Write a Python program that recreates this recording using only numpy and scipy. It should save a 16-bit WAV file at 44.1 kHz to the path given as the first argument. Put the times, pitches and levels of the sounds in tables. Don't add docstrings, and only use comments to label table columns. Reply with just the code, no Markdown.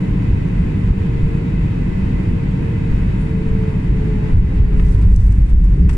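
import sys
import numpy as np
from scipy import signal
from scipy.fft import rfft, irfft, next_fast_len
from scipy.io import wavfile
from scipy.ndimage import uniform_filter1d, minimum_filter1d, map_coordinates

SR = 44100
rng = np.random.default_rng(int(sys.argv[2]) if len(sys.argv) > 2 else 0)


def store_wav(level_fs):
    pcm = np.round(np.clip(np.atleast_2d(level_fs), -1, 1) * 32767)
    wavfile.write(sys.argv[1], SR, pcm.T.astype(np.int16))


N = 263277
TIME = np.arange(N) / SR


# frequency in Hz, relative spectral level in dB.
DRONE_SPECTRUM = [(50, -25.5), (76, -3), (115, 1.5), (160, -0.5), (187, 1.5), (215, -11.5), (245, -11.5),
                  (295, -14.5), (340, -17), (410, -22), (480, -29), (560, -39.5), (2000, -130)]
THRUST_SPECTRUM = [(120, -42), (240, 1), (265, -3.5), (295, 1), (345, -8.5), (450, -19.5), (700, -46.5),
                   (2200, -38), (2700, -33), (3150, -44), (3800, -43), (12000, -100)]
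# time in seconds, level in dB.
BLADE_LEVELS = [(0, -37), (.6, -44.5), (1.0, -35), (1.45, -36), (1.7, -45), (2.8, -35), (3.15, -47),
                (3.3, -31.5), (3.7, -30.5), (3.88, -40), (4.1, -30), (4.4, -36.5), (4.8, -31.5), (5.3, -42),
                (5.65, -44.5), (5.85, -32.5)]
OCTAVE_LEVELS = [(0, -63.5), (1.8, -56.5), (2.05, -48), (2.5, -57.5), (3.0, -53), (3.5, -57), (3.7, -51),
                 (3.9, -55), (4.17, -44.5), (4.4, -51.5), (4.72, -52), (4.88, -64)]

def engine(throttle, taxi_hz=455, idle_hz=416):
    roar = amp(-18) * rush(DRONE_SPECTRUM, even=.65, span_s=.12)
    roar += amp(-33.5) * throttle * rush(THRUST_SPECTRUM, even=.51, span_s=.091)
    fan_hz = idle_hz + (taxi_hz - idle_hz) * throttle
    phase = 2 * np.pi * np.cumsum(fan_hz * (1 + .002 * wobble(25))) / SR
    stereo_phase = phase + np.array([[.2], [-.2]])
    blade = amp(curve(BLADE_LEVELS) + 1.3 * wobble(9)) * np.sin(stereo_phase)
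    octave_db = curve(OCTAVE_LEVELS) + 1.5 * np.array([wobble(9), wobble(9)])
    return roar + blade + amp(octave_db) * np.sin(2 * phase)


def spool_down(start_s=2.75, length_s=2.85):
    return np.clip(1 - (TIME - start_s) / length_s, 0, 1) ** 1.5


# frequency in Hz, relative spectral level in dB.
ROLL_SPECTRUM = [(6, -23), (14, 1.5), (22, -3.5), (32, -3), (45, 8), (56, 1.5), (70, -8), (95, -5),
                 (125, -20.5), (200, -26.5), (400, -74.5), (1200, -140)]
JUDDER_SPECTRUM = [(6, -21), (14, -7), (22, -1), (32, -6), (44, 2.5), (54, 3.5), (68, -6), (85, -13),
                   (97, -12), (110, -21), (140, -27), (170, -23), (184, -19.5), (203, -38), (400, -70),
                   (1200, -140)]
# peak time in seconds, level in dB, decay in seconds.
WHEEL_BUMPS = [(.6, -12.5, .035), (.91, -8, 0.013), (1.25, -10, 0.019), (1.64, -15.5, .016),
               (2.03, -16, 0.055), (2.92, -13.5, .11), (3.5, -13.5, .047), (3.9, -12, .1), (4.34, -6, .05),
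               (4.395, -5.5, 0.061), (4.82, -5.5, 0.08), (4.91, -6.5, 0.068), (5.07, -1, 0.13),
               (5.125, -1, 0.11), (5.26, -1, .08), (5.39, -5.5, .04), (5.43, -3.5, .035), (5.54, 3, 0.11),
               (5.645, -1.5, 0.065), (5.73, -4, .04), (5.81, -2.5, .04), (5.87, -4, 0.05)]
CABIN_BOOMS = [(4.76, -21, 0.22), (5.79, -16.5, 0.23)]

def wheels(smooth_db=-21, rough_db=-13, rough_from_s=4.13, onset_s=.18):
    rough = np.clip((TIME - rough_from_s) / onset_s, 0, 1)
    ground = amp(smooth_db + (rough_db - smooth_db) * rough + 3.5 * wobble(16))
    bumps = swells(WHEEL_BUMPS, rise_s=.022)
    roll = np.sqrt(1 - rough) * rush(ROLL_SPECTRUM, even=.91, span_s=.057)
    judder = np.sqrt(rough) * rush(JUDDER_SPECTRUM, even=.88, span_s=.038)
    booms = amp(-19) * bumps + swells(CABIN_BOOMS, rise_s=.068)
    hollow = booms * rush(DRONE_SPECTRUM, even=.6, span_s=.087)
    return np.hypot(ground, bumps) * (roll + judder) + hollow


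# peak time in seconds, level in dB, pitch in Hz, decay in seconds.
GEAR_JOLTS = [(4.42, -15, 78, .04), (4.85, -12, 102, .025), (4.945, -6.5, 97, .03),
              (5.035, -8.5, 100, 0.025), (5.09, -8.5, 72, .04), (5.18, -3, 95, .025), (5.23, -9, 104, .02),
              (5.275, -6, 84, 0.028), (5.305, -7, 101, .03), (5.67, -10.5, 80, 0.055),
              (5.86, -7.5, 88, .025)]

def floor_thuds():
    wavering_time = np.cumsum(1 + .04 * wobble(40)) / SR
    out = np.zeros(N)
    for s, db, hz, decay_s in GEAR_JOLTS:
        phase = 2 * np.pi * hz * wavering_time + rng.uniform(0, 2 * np.pi)
        out += swells([(s, db, decay_s)], rise_s=.013) * np.sin(phase)
    return out


# frequency in Hz, relative spectral level in dB.
AIR_SPECTRUM = [(280, -25.5), (480, 7), (680, -.5), (800, 0), (1000, 4), (1170, -2), (1900, 0.5),
                (2270, -2), (2450, -3), (2700, -5.5), (3300, -12.5), (4100, -17.5), (4550, -16),
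                (5000, -20), (5500, -20.5), (6300, -24.5), (7000, -21.5), (7800, -23), (8400, -27.5),
                (9150, -22), (9750, -29.5), (11500, -35.5), (15000, -45)]
# pitch in Hz, bandwidth in Hz, relative level in dB, side over mid in dB.
DUCT_WHINES = [(812, 36, -9.5, 9), (935, 70, -13, -9), (1060, 24, -13, 5), (1562, 18, -17.5, -1),
               (2009, 30, -10.5, -3), (2060, 130, -10.5, 2), (2545, 36, -14, -3), (2575, 130, -13, 3),
               (2985, 70, -24, 0), (3122, 50, -21.5, 2), (3489, 45, -27, -6), (3660, 80, -29, -12),
               (6900, 200, -35, 0)]

def ventilation(throttle, whine_idle_db=-47.25, taxi_boost_db=4.5):
    air = amp(-42.5 + .51 * wobble(14)) * rush(AIR_SPECTRUM, even=.26, span_s=.059)
    whines = np.zeros((2, N))
    for hz, width_hz, db, side_db in DUCT_WHINES:
        mid, side = ring(flutter(width_hz), hz) * amp([[0], [side_db]])
        whines += amp(db) * unit(np.array([mid + side, mid - side]))
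    return air + amp(whine_idle_db + taxi_boost_db * throttle) * whines


# frequency in Hz, relative spectral level in dB.
TICK_SPECTRUM = [(500, -62), (3000, -22), (4500, -8.5), (5700, -3.5), (6700, -7), (7700, -2), (8700, -6),
                 (9600, -5), (11000, -19), (15000, -26.5)]
KNOCK_SPECTRUM = [(150, -45.5), (950, -1.5), (1400, -2), (2000, -5.5), (2700, -3), (3400, -13.5),
                  (8000, -36), (15000, -63)]
# start in seconds, relative level in dB,
# knock over tick in dB, seconds to fall 60 dB, ring pitch in Hz, ring over knock in dB,
# tick pan and knock pan in dB to the right.
PANEL_SNAPS = [(4.796, -49.5, 19.5, .028, 1950, 0, 0.5, 2), (4.85, -46.5, -15, .014, 2000, 0, -3.5, 0),
               (4.865, -47, -15, .015, 2000, 0, 4.5, 0), (4.882, -50, -13, .03, 2000, 0, -2.5, 0),
               (4.905, -48.5, -10, .015, 2000, 0, 0.5, 0), (4.919, -45.5, -13, .044, 2000, 0, 0.5, 0),
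               (5.021, -53, -6, 0.028, 2000, 0, -1, 0), (5.162, -29.5, -19, .01, 2000, 1, 5, 2),
               (5.201, -47.5, -12, .064, 2000, 0, -0.5, 0), (5.321, -38.5, -7, .025, 2000, 0, 1.5, 0),
               (5.493, -49.5, -2, .052, 2010, 0, 1.5, 2), (5.639, -46.5, 0, .076, 2020, 0, 1.5, 1),
               (5.735, -49, -3, .028, 2000, 1, 0, -1), (5.892, -36.5, 11.5, .044, 1040, -2, 4, -3.5),
               (5.907, -45, 4, .06, 1037, -1, 4, -1), (5.927, -42.5, 3, .1, 1104, -3, 3, -1)]

def panel_ticks():
    bright = diffuse(rng.standard_normal((2, N)), TICK_SPECTRUM)
    dull = diffuse(rng.standard_normal((2, N)), KNOCK_SPECTRUM)
    shell = flutter(width_hz=460)
    out = np.zeros((2, N))
    for s, db, knock_db, t60, ring_hz, ring_db, tick_pan, knock_pan in PANEL_SNAPS:
        age = np.maximum(TIME - s, 0)
        attack = 1 - np.exp(-age / (.071 * t60))
        burst = attack * amp(db + 3 - 60 * age / t60)
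        knock = dull + amp(ring_db) * ring(shell, ring_hz)
        out += burst * (bright * pan(tick_pan) + amp(knock_db) * knock * pan(knock_pan))
    return out


# frequency in Hz, relative spectral level in dB.
GRAIN_SPECTRUM = [(2000, -48), (4500, -0.5), (6000, -2.5), (9300, -1.5), (10500, -8), (12000, -15),
                  (15000, -20)]
SWISH_SPECTRUM = [(4000, -41.5), (7500, -4), (8600, -7.5), (9400, 2), (10200, -14), (11500, -32)]
# peak time in seconds, relative level in dB, decay in seconds, pitch in Hz.
TRIM_CHAFES = [(4.81, -59.5, .18, 8400), (4.91, -58.5, .08, 5800), (4.94, -60, .12, 9500),
               (5.02, -62.5, .12, 8500), (5.14, -55, .16, 8000), (5.21, -56, .12, 6200),
               (5.28, -56.5, .2, 8000), (5.48, -61, .22, 7750), (5.66, -60, .4, 5400)]
# peak time in seconds, relative level in dB, decay in seconds.
SOFT_SWISHES = [(.5, -70, 0.044), (.8, -70, 0.056), (3.225, -61, .06)]

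def trim_rustle(grains_per_s=4500, rise_s=.05):
    sizes = amp(1.4 * np.minimum(rng.exponential(size=N), 4))
    sizes *= rng.random(N) < grains_per_s / SR
    grains = diffuse(sizes * rng.standard_normal((2, N)), GRAIN_SPECTRUM)
    part = flutter(width_hz=900)
    strokes = [swells([row[:3]], rise_s) for row in TRIM_CHAFES]
    rings = sum(stroke * ring(part, hz) for stroke, (*_, hz) in zip(strokes, TRIM_CHAFES))
    clumps = amp(1.2 * wobble(70))
    chafing = (np.linalg.norm(strokes, axis=0) * grains + amp(-5) * rings) * clumps
    swish = swells(SOFT_SWISHES, rise_s) * diffuse(rng.standard_normal((2, N)), SWISH_SPECTRUM)
    return (chafing + swish) * amp([[-4], [2]])


# peak time in seconds, level in dB, decay in seconds.
PANEL_RUBS = [(4.77, -48, .03), (4.93, -50, .08), (5.0, -47, 0.046), (5.065, -45, .015)]

def panel_rub():
    return swells(PANEL_RUBS, rise_s=.025) * ring(flutter(width_hz=130), hz=1000)


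# peak time in seconds, level in dB, half length in seconds,
# pitch in Hz, octave over fundamental in dB, pan in dB to the right.
EDGE_SQUEAKS = [(.48, -66, .02, 6350, -20, 2.5), (5.378, -63, .014, 10780, -30, 3),
                (5.837, -56, .021, 4850, -6, 3)]

def edge_squeaks():
    wavering_time = np.cumsum(1 + .012 * wobble(160)) / SR
    out = np.zeros((2, N))
    for s, db, half_s, hz, octave_db, pan_db in EDGE_SQUEAKS:
        phase = 2 * np.pi * hz * wavering_time
        tone = np.sin(phase) + amp(octave_db) * np.sin(2 * phase)
        out += amp(db) * np.exp(-((TIME - s) / half_s) ** 2) * tone * pan(pan_db)
    return out * amp(2.6 * wobble(150))


# peak time in seconds, relative level in dB, decay in seconds.
PART_BUZZES = [(5.15, -61, .25), (5.5, -62, .25)]

def loose_buzz():
    return swells(PART_BUZZES, rise_s=.05) * ring(flutter(width_hz=240), hz=3580) * pan(-6)


# time in seconds, level in dB.
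CORE_LEVELS = [(0, -62.5), (.7, -70.5), (1.3, -65.5), (2.5, -69.5), (3.3, -65.5), (3.8, -68), (4.15, -64),
               (4.9, -64), (5.3, -69)]

def core_whine(throttle, taxi_hz=3831, idle_hz=3814):
    hz = idle_hz + (taxi_hz - idle_hz) * throttle + 4.5 * wobble(30)
    db = curve(CORE_LEVELS) + 2.5 * np.array([wobble(15), wobble(14)])
    return amp(db) * np.sin(2 * np.pi * np.cumsum(hz) / SR)


# frequency in Hz, side over mid in dB.
CABIN_WIDTH = [(60, -35.5), (81, -16.5), (110, -22.5), (150, -18.5), (200, -11.5), (270, -11), (370, -5.5),
               (500, 5.5), (680, 10.5), (920, 2.5), (1240, -2), (1690, -0.5), (2280, 1), (3090, 0)]

def diffuse(x, spectrum):
    def response(hz):
        return amp(along(spectrum, hz)) * [np.ones_like(hz), amp(along(CABIN_WIDTH, hz))]
    mid, side = filtered(x, response)
    return np.array([mid + side, mid - side]) / np.std(mid)


def rush(spectrum, even, span_s):
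    x = diffuse(rng.standard_normal((2, N)), spectrum)
    power = running_power(x, span_s)
    return x / (power / power.mean() + 1e-6) ** (even / 2)


def swells(rows, rise_s):
    each = [amp(db) * np.exp(-np.where(TIME < s, ((TIME - s) / rise_s) ** 2, (TIME - s) / decay_s))
            for s, db, decay_s in rows]
    return np.linalg.norm(each, axis=0)


def flutter(width_hz):
    return np.array([wobble(width_hz) + 1j * wobble(width_hz) for _ in range(2)])


def ring(drive, hz):
    return np.real(drive * np.exp(2j * np.pi * hz * TIME))


def wobble(rate):
    knots = rng.standard_normal(int(N * rate / SR) + 4)
    return unit(map_coordinates(knots, [TIME * rate]))


def amp(db):
    return 10 ** (np.asarray(db) / 20)


def pan(db):
    return amp([[-db], [db]])


def unit(x):
    return x / np.sqrt(np.mean(x ** 2) + 1e-20)


def along(points, hz):
    freqs, values = np.transpose(points)
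    return np.interp(np.log(hz + 1), np.log(freqs + 1), values)


def curve(points):
    return np.interp(TIME, *np.transpose(points))


def filtered(x, response):
    size = next_fast_len(N + SR // 2)
    return irfft(rfft(x, size) * response(np.fft.rfftfreq(size, 1 / SR)), size)[..., :N]


def running_power(x, span_s):
    return np.abs(uniform_filter1d(np.mean(x ** 2, 0), int(span_s * SR) + 1))


def gain_control(x, threshold_db=-10.5, squeeze=.67, attack_s=.0073, recover_db_per_s=27.5):
    level_db = 10 * np.log10(running_power(x, span_s=.022) + 1e-12)
    excess_db = np.maximum(level_db - threshold_db, 0)
    recovery_db = recover_db_per_s * TIME
    cut_db = np.maximum.accumulate(squeeze * excess_db + recovery_db) - recovery_db
    lag = np.exp(-1 / (attack_s * SR))
    return x * amp(-signal.lfilter([1 - lag], [1, -lag], cut_db))


def scene():
    throttle = spool_down()
    jet = engine(throttle) + core_whine(throttle)
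    trim = trim_rustle() + panel_ticks() + panel_rub() + edge_squeaks() + loose_buzz()
    return wheels() + jet + ventilation(throttle) + trim + floor_thuds()


def record(dry, ceiling=.94, fade_in_s=.006, top_hz=15100):
    ducked = gain_control(dry)
    needed_gain = np.minimum(1, ceiling / (np.abs(ducked).max(0) + 1e-9))
    limiter_gain = uniform_filter1d(minimum_filter1d(needed_gain, size=700), size=700)
    fade = np.minimum(1, TIME / fade_in_s)
    return filtered(ducked * limiter_gain * fade, lambda hz: hz < top_hz)


dry = scene()
out = record(dry)
store_wav(out)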